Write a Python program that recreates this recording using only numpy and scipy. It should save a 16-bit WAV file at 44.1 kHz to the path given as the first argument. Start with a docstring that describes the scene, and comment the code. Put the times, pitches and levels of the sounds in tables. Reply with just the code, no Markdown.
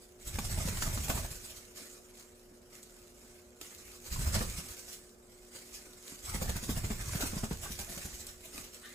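"""Parrots tussling in a kitchen

Two small parrots tussle on hanging cloth strings, close to the microphone in a tiled kitchen.
Each wingbeat is a swish of feathers, a soft whump and a puff of air on the microphone. Wing tips slap,
beaks and claws knock and scratch, and plumage and cloth rustle between the bursts. Near the end the
birds give two short hoarse calls. A fridge hums behind them."""
import sys
import numpy as np
from scipy import signal
from scipy.fft import rfft, irfft, next_fast_len
from scipy.io import wavfile
from scipy.ndimage import uniform_filter1d

SR = 44100
rng = np.random.default_rng(int(sys.argv[2]) if len(sys.argv) > 2 else 0)


def generate_wav(signal):
    """Clip the signal to [-1, 1] and save it as 16-bit WAV at the path in sys.argv[1]."""
    frames = np.transpose(np.atleast_2d(signal))
    scaled = np.clip(frames, -1, 1) * 32767
    pcm = np.round(scaled).astype(np.int16)
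    wavfile.write(sys.argv[1], SR, pcm)


N = 394254
TIME = np.arange(N) / SR


def undb(db):
    """Decibels to gain."""
    return 10 ** (np.asarray(db) / 20)


def unit(x):
    """Scale to rms 1."""
    return x / np.sqrt(np.mean(x ** 2))


def over_hz(points, hz):
    """Read (frequency, value) points on a log-frequency axis."""
    f, value = np.transpose(points)
    return np.interp(np.log(np.maximum(hz, 1)), np.log(f), value)


def bouts(curves):
    """Gain over time from one (time, level) curve a bout, next to nothing between bouts."""
    curves_db = (np.interp(TIME, *np.transpose(rows), left=-np.inf, right=-np.inf) for rows in curves)
    return sum(undb(db) for db in curves_db) + 1e-5


def walk(rate, size=N):
    """A random wander of spread near 1, turning `rate` times a second."""
    steps = np.arange(size) * rate / SR
    points = rng.standard_normal(int(steps[-1]) + 2)
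    return np.interp(steps, np.arange(len(points)), points) * np.sqrt(3 / 2)


# Stereo width by frequency: bass centred, middle wide and diffuse, treble narrow.
# (frequency [Hz], left-right correlation [-1 to 1])
STEREO_LIKENESS = [(130, 0.96), (280, 0.74), (550, 0.4), (1000, 0.1), (1600, -0.086), (2400, -0.017),
                   (3500, -0.17), (5900, -0.029), (6600, 0.94), (10000, 0.99), (15000, 0.71)]
# Stereo balance: (frequency [Hz], left minus right [dB])
STEREO_BALANCE = [(200, -2), (900, 0.5), (2000, -2.5), (3300, 2), (5500, -1.5), (6800, -4.5), (8000, -6.5),
                  (8600, 2), (10000, -2.5), (14000, 0)]
def hiss(envelope, colour, patchy_db=0):
    """Stereo noise under an envelope, filtered to a colour with random dips."""
    size = next_fast_len(len(envelope))
    hz = np.fft.rfftfreq(size, 1 / SR)
    mid, side = rfft(rng.standard_normal((2, len(envelope))) * envelope, size)
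    likeness = np.clip(over_hz(STEREO_LIKENESS, hz), -1, 1)
    sign = np.array([[1], [-1]])
    pair = (mid * np.sqrt(1 + likeness) + sign * side * np.sqrt(1 - likeness)) / np.sqrt(2)
    pair = pair * undb(sign * over_hz(STEREO_BALANCE, hz) / 2)
    # each burst gets its own random dips across frequency
    humps = np.minimum(rng.standard_normal(size=72), .9)
    dips_db = patchy_db * np.interp(np.sqrt(hz), np.linspace(0, np.sqrt(SR / 2), len(humps)), humps)
    response = unit(undb(over_hz(colour, hz) + dips_db))
    return irfft(pair * response, size)[:, :len(envelope)]


def bursts(times, levels_db, colour, rise_s, fall_s, grain_db, grain_hz, patchy_db, size=8192):
    """A grainy swell of noise at each time; its loudest 15 ms reach the given level."""
    out = np.zeros((2, N + 2 * size))
    t = (np.arange(size) - size // 2) / SR
    swell = np.exp(-np.abs(t) / np.where(t < 0, rise_s, fall_s))
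    for time, db in zip(times, levels_db):
        burst = hiss(swell * undb(grain_db * walk(grain_hz, size)), colour, patchy_db)
        loudest = uniform_filter1d(np.mean(burst ** 2, axis=0), size=660).max()
        start = int(time * SR)
        out[:, start:start + size] += burst * undb(db) / np.sqrt(loudest)
    return out[:, size // 2:size // 2 + N]


def pulses(times, levels_db, shape, spread, size=4096):
    """A pressure pulse shape(t) at each time, randomly stretched; its loudest 15 ms reach the level."""
    out = np.zeros(N + 2 * size)
    t = (np.arange(size) - size // 2) / SR
    for time, db, chance in zip(times, levels_db, rng.uniform(-1.16, 1, len(times))):
        pulse = shape(t * np.exp(spread * chance))
        loudest = uniform_filter1d(pulse ** 2, size=660).max()
        start = int(time * SR)
        out[start:start + size] += pulse * undb(db) / np.sqrt(loudest)
    return out[size // 2:size // 2 + N]


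# Motor lines of the fridge, behind the birds: (frequency [Hz], rms level [dB])
FRIDGE_LINES = [(236.9, -71.5), (360.7, -63), (602.9, -75.5), (721.4, -81)]
# Colour of the kitchen's room tone: (frequency [Hz], relative density [dB])
ROOM_TONE = [(12, -37), (28, 3.5), (80, -1), (160, -10), (240, -1), (300, -14), (380, -5), (480, -2.5),
             (620, -9.5), (900, -16.5), (1500, -18.5), (2300, -36), (3500, -48), (15000, -38)]
def kitchen(drift=0.00346, waver_db=1.5, room_db=-61):
    """The fridge's slightly wavering motor lines over the soft noise of the room."""
    motor_time = np.cumsum(1 + drift * walk(9)) / SR
    hum = sum(np.sqrt(2) * undb(db + waver_db * walk(18)) * np.sin(2 * np.pi * hz * motor_time)
              for hz, db in FRIDGE_LINES)
    return hum + hiss(undb(room_db + 0.14 * walk(3.3)), ROOM_TONE)


# How hard the birds struggle, heard as rubbing feathers, one curve a bout: (time [s], level [dB])
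EFFORT = [
    [(0.19, -56.5), (0.278, -48.5), (0.44, -44.5), (0.628, -41.5), (1.024, -43.5), (1.434, -50.5),
     (1.582, -53), (1.72, -58)],
    [(4.0, -55), (4.102, -46), (4.262, -45.5), (4.37, -41), (4.816, -50), (5.056, -58.5), (5.12, -69)],
    [(6.18, -50.5), (6.44, -47), (6.83, -48), (7.24, -42), (7.41, -49), (7.9, -47.5), (8.11, -48.5),
     (8.29, -51), (8.38, -59.5)],
    [(8.38, -56.5), (8.6, -56.5), (8.94, -55)],
]
# Plumage rubbing on the strings as a bird shifts its grip: (start [s], length [s], level [dB])
GRIP_SHIFTS = [(0.0, 0.013, -54.5), (1.777, 0.16, -50.5), (1.976, 0.2, -61), (2.18, 0.035, -54),
               (2.258, 0.11, -65), (2.738, 0.028, -53), (2.85, 0.24, -59.5), (3.17, 0.23, -59),
               (3.631, 0.17, -51), (3.854, 0.11, -53), (5.31, 0.23, -61), (5.537, 0.19, -54),
               (5.736, 0.14, -53), (5.92, 0.12, -56.5), (6.055, 0.095, -48.5), (7.133, 0.083, -54),
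               (7.924, 0.14, -47.5), (8.548, 0.061, -47.5), (8.813, 0.15, -58.5)]
def rubbing(effort_trim_db=-1.5, fidget_db=-64.5, attack_s=0.029, release_s=0.032, sag_db_per_s=11):
    """Strength of the rubbing: bouts of effort, constant fidgeting, and grip shifts that swell and sag."""
    power = (undb(effort_trim_db) * bouts(EFFORT)) ** 2 + undb(fidget_db) ** 2
    for start, length, db in GRIP_SHIFTS:
        t = TIME - start
        edges = np.exp(np.minimum(t, 0) / attack_s - np.maximum(t - length, 0) / release_s)
        power += (edges * undb(db - sag_db_per_s * np.clip(t, 0, length))) ** 2
    return np.sqrt(power)


# Colour of feathers and cloth rubbing close by: (frequency [Hz], relative density [dB])
RUB_COLOUR = [(120, -8.5), (250, 0.5), (600, -5), (900, -8.5), (1300, -2.5), (1800, -3.5), (2200, -2),
              (3300, -7), (5400, -3), (6700, -1), (8000, -0.5), (8700, -4), (11200, -8), (15000, -11.5)]
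def rustle(rub, flicks_per_s=42, scatter_db=1.5, flick_db=-2.5, bed_db=-7):
    """Feathers and cloth catch and let go in short flicks, each its own colour, over a smooth rubbing."""
    slots = np.arange(0, N / SR - 1 / flicks_per_s, 1 / flicks_per_s)
    delay, strength = rng.random((len(slots), 2)).T
    times = slots + delay / flicks_per_s
    rub_db = 20 * np.log10(np.interp(times, TIME, rub))
    levels_db = rub_db + flick_db + scatter_db * (2 * strength - 1)
    flicks = bursts(times, levels_db, RUB_COLOUR,
                    rise_s=0.0084, fall_s=0.028, grain_db=0, grain_hz=1100, patchy_db=8.5, size=4096)
    return flicks + undb(bed_db) * hiss(rub, RUB_COLOUR)


# Colour of a quill's tick or crack: (frequency [Hz], relative density [dB])
CRACK_COLOUR = [(500, -23), (2000, -1), (4000, 5.5), (5800, 0.5), (6800, 8), (8100, -0.5), (9000, 0),
                (15000, -1)]
def crackle(rub, ticks_per_s=80, scatter_db=3, trim_db=-10, decay_s=0.0012):
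    """Single quills and claws snap past each other: tiny dry ticks within the rustle."""
    chance, strength = rng.random(N), rng.exponential(size=N)
    ticks = (chance < ticks_per_s / SR) * undb(scatter_db * np.minimum(strength, 4))
    envelope = signal.fftconvolve(ticks, np.exp(-TIME[:SR // 100] / decay_s))[:N]
    return undb(trim_db) * hiss(unit(envelope) * rub, CRACK_COLOUR)


# Wingbeats close to the microphone, about 14 a second, overlapping when both birds flap.
# Levels are before the trims: (time [s], feather swish [dB], air whoosh [dB], puff [dB])
WINGBEATS = [(0.282, -42.5, -54, -39), (0.36, -47, -46, -33), (0.453, -42, -46, -35.5),
             (0.522, -41.5, -44.5, -31.5), (0.59, -46, -43, -34), (0.62, -43, -41, -40),
             (0.687, -42, -40.5, -37.5), (0.775, -46, -42.5, -45), (0.83, -35.5, -39.5, -41),
             (0.875, -44, -41, -39), (0.948, -42.5, -45.5, -32.5), (0.978, -48, -48, -32.5),
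             (1.015, -54, -60, -36), (1.049, -41, -46.5, -48), (1.102, -37.5, -37.5, -40),
             (1.158, -41, -41.5, -32), (1.195, -44, -45, -50), (1.25, -47.5, -47.5, -38.5),
             (1.32, -45.5, -62, -41.5), (1.36, -51, -64, -49), (1.452, -47.5, -59, -54),
             (1.509, -48.5, -55, -60), (1.574, -50, -74, -53), (1.779, -48, -53, -70),
             (4.068, -49, -53, -57), (4.136, -41, -53, -36.5), (4.2, -44.5, -49, -32),
             (4.225, -41.5, -47, -32.5), (4.277, -40.5, -42.5, -27), (4.355, -35, -37, -42),
             (4.43, -43, -42, -34), (4.49, -50, -64, -45), (4.586, -43, -56, -41), (4.716, -48, -70, -48),
             (4.798, -49.5, -70, -60.0), (4.894, -48.5, -58, -61.5), (4.936, -46, -60, -64),
             (5.565, -48, -57, -72), (5.757, -47.5, -69, -59.5), (6.258, -44, -55, -53.0),
             (6.3, -42.5, -45, -38.5), (6.353, -41, -40, -36), (6.431, -40, -41, -31.5),
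             (6.499, -45, -42.5, -32.5), (6.569, -44.5, -43.5, -39), (6.646, -43.5, -45, -55),
             (6.709, -39.5, -51, -36.5), (6.78, -42.5, -43, -38), (6.855, -45, -44, -30.5),
             (6.922, -45.5, -45.5, -37), (7.016, -46.5, -45, -41), (7.088, -48, -46, -36),
             (7.135, -45, -43, -37), (7.16, -42.5, -45.5, -32.5), (7.23, -39.5, -35.5, -37),
             (7.274, -40, -47, -41), (7.32, -59, -52, -53), (7.386, -43, -47, -44),
             (7.446, -45.5, -51, -35.5), (7.531, -49, -56, -34.5), (7.642, -42, -45.5, -47),
             (7.723, -43, -51, -40), (7.815, -44, -47, -43), (7.905, -47.5, -48, -49),
             (7.982, -61, -50.5, -48.5), (8.06, -45.5, -51, -42), (8.149, -48, -68, -46),
             (8.209, -47, -57.5, -50), (8.295, -49.5, -55, -56), (8.458, -49.5, -54, -71),
             (8.546, -50.5, -57, -56), (8.603, -55, -58, -56), (8.65, -49.5, -57, -51),
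             (8.75, -50, -57.5, -59)]
# Colours of a stroke's swish, whoosh and whump: (frequency [Hz], relative density [dB])
SWISH_COLOUR = [(1500, -18.5), (3200, -10), (5600, -6.5), (6700, -6.5), (8100, -4.5), (8700, -12.5),
                (10000, -8), (11200, -13), (15000, -11.5)]
WHOOSH_COLOUR = [(300, -7), (560, 7), (720, 5), (950, -1), (1160, 0), (1600, 2.5), (2200, -0.5), (3200, -8),
                 (6000, -9.5), (15000, -25)]
WHUMP_COLOUR = [(70, -13), (110, -4), (150, 1.5), (235, -1.5), (310, -12.5), (450, -12), (650, -21.5),
                (1100, -19), (2500, -66)]
def wings(swish_trim_db=1.3, whoosh_trim_db=-2, whump_trim_db=-16.5):
    """Feathers flick over each other and air rushes past them; the wing's push is a short whump."""
    times, swish_db, whoosh_db, puff_db = np.transpose(WINGBEATS)
    swish = bursts(times - .003, swish_db + swish_trim_db, SWISH_COLOUR,
                   rise_s=0.015, fall_s=0.023, grain_db=1.5, grain_hz=1300, patchy_db=7)
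    whoosh = bursts(times - .004, whoosh_db + whoosh_trim_db, WHOOSH_COLOUR,
                    rise_s=0.016, fall_s=0.021, grain_db=4, grain_hz=400, patchy_db=11)
    whump = bursts(times - .005, puff_db + whump_trim_db, WHUMP_COLOUR,
                   rise_s=0.0081, fall_s=0.023, grain_db=1, grain_hz=180, patchy_db=4.5)
    return swish + whoosh + whump


# Stirred air reaching the microphone, one curve a bout: (time [s], level before the trim [dB])
DRAUGHT = [
    [(0.19, -62), (0.214, -68), (0.274, -46.5), (0.534, -33), (0.636, -35.5), (1.246, -37.5), (1.276, -46),
     (1.664, -64), (1.72, -78)],
    [(3.7, -87), (3.814, -60), (4.044, -61), (4.108, -49), (4.122, -36.5), (4.282, -33.5), (4.308, -34.5),
     (4.362, -28.5), (5.0, -81)],
    [(6.18, -64), (6.32, -41.5), (6.49, -34.5), (6.65, -46), (6.7, -37.5), (7.5, -44), (8.52, -61),
     (8.63, -58), (8.8, -75)],
]
# Colour of eddies on the microphone: (frequency [Hz], relative density [dB])
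EDDY_COLOUR = [(10, -23), (22, 3.5), (42, -1), (90, -0.5), (135, -9), (220, -16), (450, -40), (1500, -74)]
def downwash(puff_trim_db=-1, lead_s=0.0053, eddy_trim_db=-3, eddy_life_s=.035, steadiness=0.45):
    """Each stroke pushes and pulls the air at the microphone; eddies flutter on between strokes."""
    def puff(t, hz=62, rise_s=0.0078, wake_s=0.013):
        return np.sin(2 * np.pi * hz * t) * np.exp(-(t / np.where(t < 0, rise_s, wake_s)) ** 2)

    times, _, _, puff_db = np.transpose(WINGBEATS)
    puffs = pulses(times - lead_s, puff_db + puff_trim_db, puff, spread=0.49, size=8192)
    eddies = hiss(np.ones(N), EDDY_COLOUR)
    window = signal.windows.hann(int(2 * eddy_life_s * SR))
    power = signal.fftconvolve(np.mean(eddies ** 2, axis=0), window, "same")
    flutter = unit(eddies / np.sqrt(power) ** steadiness)  # steadiness 0 is gusty, 1 is even
    return puffs + undb(eddy_trim_db) * bouts(DRAUGHT) * flutter


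# Wings striking cloth or the other bird, at close range:
# (time [s], crack level [dB], thwack level [dB], thwack centre [Hz], rise [s])
WING_SLAPS = [(0.387, -39.5, -40, 1010, .0005), (0.685, -44, -44, 1500, .001),
              (0.823, -39, -39, 1500, 0.00085), (0.976, -46, -43, 1100, .001),
              (1.102, -39.5, -33, 680, 0.0058), (1.177, -45, -41, 1400, .006), (1.25, -50, -47, 700, .003),
              (3.613, -44.5, -53, 366, 0.00037), (4.161, -58, -44, 1010, .001), (4.29, -48, -50, 500, .002),
              (4.353, -40, -37, 900, 0.0066), (4.411, -54, -38.5, 800, .001),
              (4.501, -46.5, -53, 2100, .001), (4.586, -53, -60, 1300, .002),
              (5.552, -62, -55, 1400, 0.0012), (5.865, -66, -57, 300, .001), (6.298, -58, -63, 1300, .002),
              (6.347, -49, -45, 700, .002), (6.416, -52, -41.5, 520, 0.0011),
              (6.494, -40, -40.5, 600, .0003), (6.567, -43.5, -47, 650, .003),
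              (6.693, -56, -47, 550, 0.0035), (6.904, -53, -40, 450, 0.0011),
              (7.208, -37, -41.5, 445, 0.00026), (7.335, -56, -46, 450, .001), (7.437, -61, -41, 557, .003),
              (7.511, -56, -42.5, 460, 0.0005), (7.79, -40.5, -50, 614, 0.0004),
              (7.978, -45, -52, 1500, .001)]
# Colour of a thwack: (frequency [multiple of its centre], relative density [dB])
THWACK_COLOUR = [(.15, 0), (.6, -5.5), (1, -1), (1.6, -8.5), (3, -15.5), (6, -25), (14, -42)]
def slaps():
    """A stiff feather lands with a crack and a thwack; a broad contact is lower, a glancing one swells."""
    out = np.zeros((2, N))
    for time, crack_db, thwack_db, centre_hz, rise_s in WING_SLAPS:
        colour = np.array(THWACK_COLOUR) * [centre_hz, 1]
        out += bursts([time], [crack_db], CRACK_COLOUR,
                      rise_s, fall_s=0.012, grain_db=3, grain_hz=1500, patchy_db=1)
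        out += bursts([time], [thwack_db], colour,
                      rise_s, fall_s=0.0078 + rise_s, grain_db=0.5, grain_hz=590, patchy_db=5.5)
    return out


# Beaks, claws and wing bones knocking: (time [s], level [dB], main ring [Hz], brightness [dB/octave])
KNOCKS = [(0.387, -42, 1180, 2), (0.686, -49, 1360, 7), (0.823, -48.5, 1400, -8), (1.101, -39, 720, 0),
          (3.613, -55, 1300, 1), (7.659, -47.5, 1124, -11), (8.579, -48.5, 1200, 8.5)]
# What a knock rings with: (frequency [multiple of the main ring], relative level [dB], decay [s])
KNOCK_MODES = [(.72, -12, 0.0037), (1, 0, 0.0049), (1.37, -6.5, 0.0046), (2.05, 0, 0.0026),
               (3.1, -12, 0.0023)]
def knocks():
    """Hard parts meet at once and ring for a few milliseconds; a padded contact rings duller."""
    out = np.zeros(N)
    for time, db, hz, tilt in KNOCKS:
        def ring(t):
            return (t > 0) * sum(undb(mode_db + tilt * np.log2(ratio))
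                                 * np.sin(2 * np.pi * ratio * hz * t) * np.exp(-np.abs(t) / decay_s)
                                 for ratio, mode_db, decay_s in KNOCK_MODES)
        out += pulses([time], [db], ring, spread=0.035)
    return out


# Hard downstrokes near the microphone: (time [s], level before the trims [dB], nominal pitch [Hz])
DOWNSTROKES = [(0.389, -39, 208), (0.577, -38, 160), (0.656, -36.5, 170), (0.689, -46, 200),
               (0.728, -41.5, 170), (0.826, -42, 211), (0.879, -36.5, 170), (0.978, -42.5, 220),
               (1.099, -41, 179), (1.157, -41, 172), (1.816, -57, 223), (2.518, -59, 318),
               (4.198, -43, 169), (4.368, -33, 223), (4.411, -34.5, 183), (4.588, -44.5, 200),
               (6.126, -51.5, 246), (6.35, -39, 248), (6.421, -38.5, 220), (6.496, -37, 164),
               (6.56, -39, 210), (6.632, -44, 213), (6.695, -30.5, 232), (6.773, -37.5, 155),
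               (6.843, -37, 165), (6.908, -34.5, 192), (7.154, -36, 200), (7.237, -36, 261),
               (7.335, -38, 228), (7.369, -37, 193), (7.437, -34.5, 215), (7.514, -34.5, 165),
               (7.707, -45.5, 220), (7.801, -48, 213), (7.9, -49.0, 220), (7.975, -47, 196),
               (8.057, -47.5, 221), (8.55, -51.5, 263), (8.583, -48, 276)]
def claps(decay_s=0.009, thump_trim_db=-0.5, rough_trim_db=-7, air_trim_db=-12.5):
    """A hard downstroke squeezes the air under the wing: a thump of a cycle or two amid rough air."""
    thumps = np.zeros(N)
    for time, db, hz in DOWNSTROKES:
        def thump(t):
            return (t > 0) * np.sin(2 * np.pi * hz * t) * np.exp(-np.abs(t) / decay_s)
        thumps += pulses([time - .003], [db + thump_trim_db], thump, spread=0.13)
    times, levels_db, _ = np.transpose(DOWNSTROKES)
    rough = bursts(times, levels_db + rough_trim_db, WHUMP_COLOUR,
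                   rise_s=0.0061, fall_s=0.023, grain_db=1.5, grain_hz=250, patchy_db=-0.5)
    air = bursts(times, levels_db + air_trim_db, WHOOSH_COLOUR,
                 rise_s=0.0058, fall_s=0.019, grain_db=2, grain_hz=660, patchy_db=-2)
    return thumps + rough + air


# Claws and beaks scratching over cloth and quills, close by: (time [s], level [dB], rise [s])
SCRATCHES = [(1.458, -54, 0.0065), (2.761, -67, .004), (2.831, -51.5, 0.0033), (5.746, -54, .007),
             (8.268, -45, 0.0022), (8.579, -49, 0.0011)]
# Colour of a scratch: (frequency [Hz], relative density [dB])
SCRATCH_COLOUR = [(1500, -24), (4000, -6), (5600, -6), (6800, -2.5), (8000, 3), (8800, -6), (10000, -6),
                  (12000, -9), (15000, -13)]
def scratches():
    """A claw or beak drags over the weave: a brief, thin, gritty rasp."""
    return sum(bursts([time], [db], SCRATCH_COLOUR,
                      rise_s, fall_s=0.01, grain_db=2.5, grain_hz=1400, patchy_db=2.5)
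               for time, db, rise_s in SCRATCHES)


# A low grumble in the tussle, then a brighter rasp: (time [s], level [dB], pitch before the lift [Hz])
GRUMBLE = [(7.635, -58, 478), (7.652, -54, 525), (7.664, -49, 543), (7.678, -53, 523), (7.70, -58, 507)]
RASP = [(8.826, -67, 490), (8.84, -54, 540), (8.858, -50, 600), (8.88, -55, 580), (8.90, -57, 620),
        (8.92, -59, 595), (8.94, -56, 565)]
# Throat resonances before the lift: (frequency [Hz], width [Hz], relative level [dB])
THROAT = [(1160, 85, -9.5), (1530, 190, -3), (1850, 300, -5), (2030, 92, -5), (3080, 250, -11),
          (3770, 870, -7.5)]
def call(rows, bright_hz, jitter=0.062, lift_per_s=1.27):
    """A hoarse note: wobbling pulses and air through the parrot's throat, which tightens and lifts it."""
    times, levels_db, pitch_hz = np.transpose(rows)
    start, stop = int(times[0] * SR), min(int(times[-1] * SR), N)
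    t = TIME[start:stop]
    hz = np.fft.rfftfreq(len(t), 1 / SR)
    pitch = np.interp(t, times, pitch_hz) * (1 + jitter * walk(698, len(t)))
    phase = 2 * np.pi * np.cumsum(pitch) / SR
    buzz = unit(sum(np.cos(k * phase) for k in range(1, 9)))
    breath = rng.standard_normal((2, len(t)))
    throat = sum(undb(db) / (1 + (2 * (hz - centre) / width) ** 2) for centre, width, db in THROAT)
    throat = throat / (1 + (hz / bright_hz) ** 4)  # a closed beak dulls the note
    voiced, airy = (unit(irfft(rfft(x) * throat, len(t))) for x in (buzz, breath))
    # reading ever faster lifts pitch and resonances together
    lifted = np.cumsum(1 + lift_per_s * (t - times[np.argmax(levels_db)]))
    voice = np.array([np.interp(lifted, np.arange(len(t)), x, period=len(t)) for x in voiced + airy])
    note = undb(np.interp(t, times, levels_db)) * unit(voice)
    return np.pad(note, ((0, 0), (start, N - stop)))


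def tiles(sound, t60_s=0.21, tail_db=-8, delay_s=0.003, low_hz=250):
    """Tiled walls give a short, bright, diffuse tail with little bass."""
    t = TIME[:SR // 2]
    tail = rng.standard_normal((2, len(t))) * undb(-60 * t / t60_s) * (t > delay_s)
    tail = tail / np.sqrt(np.sum(tail ** 2, axis=1, keepdims=True))
    tail = signal.sosfilt(signal.butter(2, low_hz, "high", fs=SR, output="sos"), tail)
    return undb(tail_db) * signal.fftconvolve(sound, tail, axes=1)[:, :N]


def scene():
    """The birds sound in the room, the fridge behind them; their downwash only buffets the microphone."""
    rub = rubbing()
    birds = wings() + claps() + slaps() + knocks() + scratches() + rustle(rub) + crackle(rub)
    birds += call(GRUMBLE, bright_hz=1280) + call(RASP, bright_hz=6000)
    return birds + tiles(birds) + downwash() + kitchen()


def record(dry):
    """The recorder cuts the treble steeply above 15350 Hz."""
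    return signal.sosfilt(signal.ellip(12, .1, 80, 15350, fs=SR, output="sos"), dry)


dry = scene()
out = record(dry)
generate_wav(out)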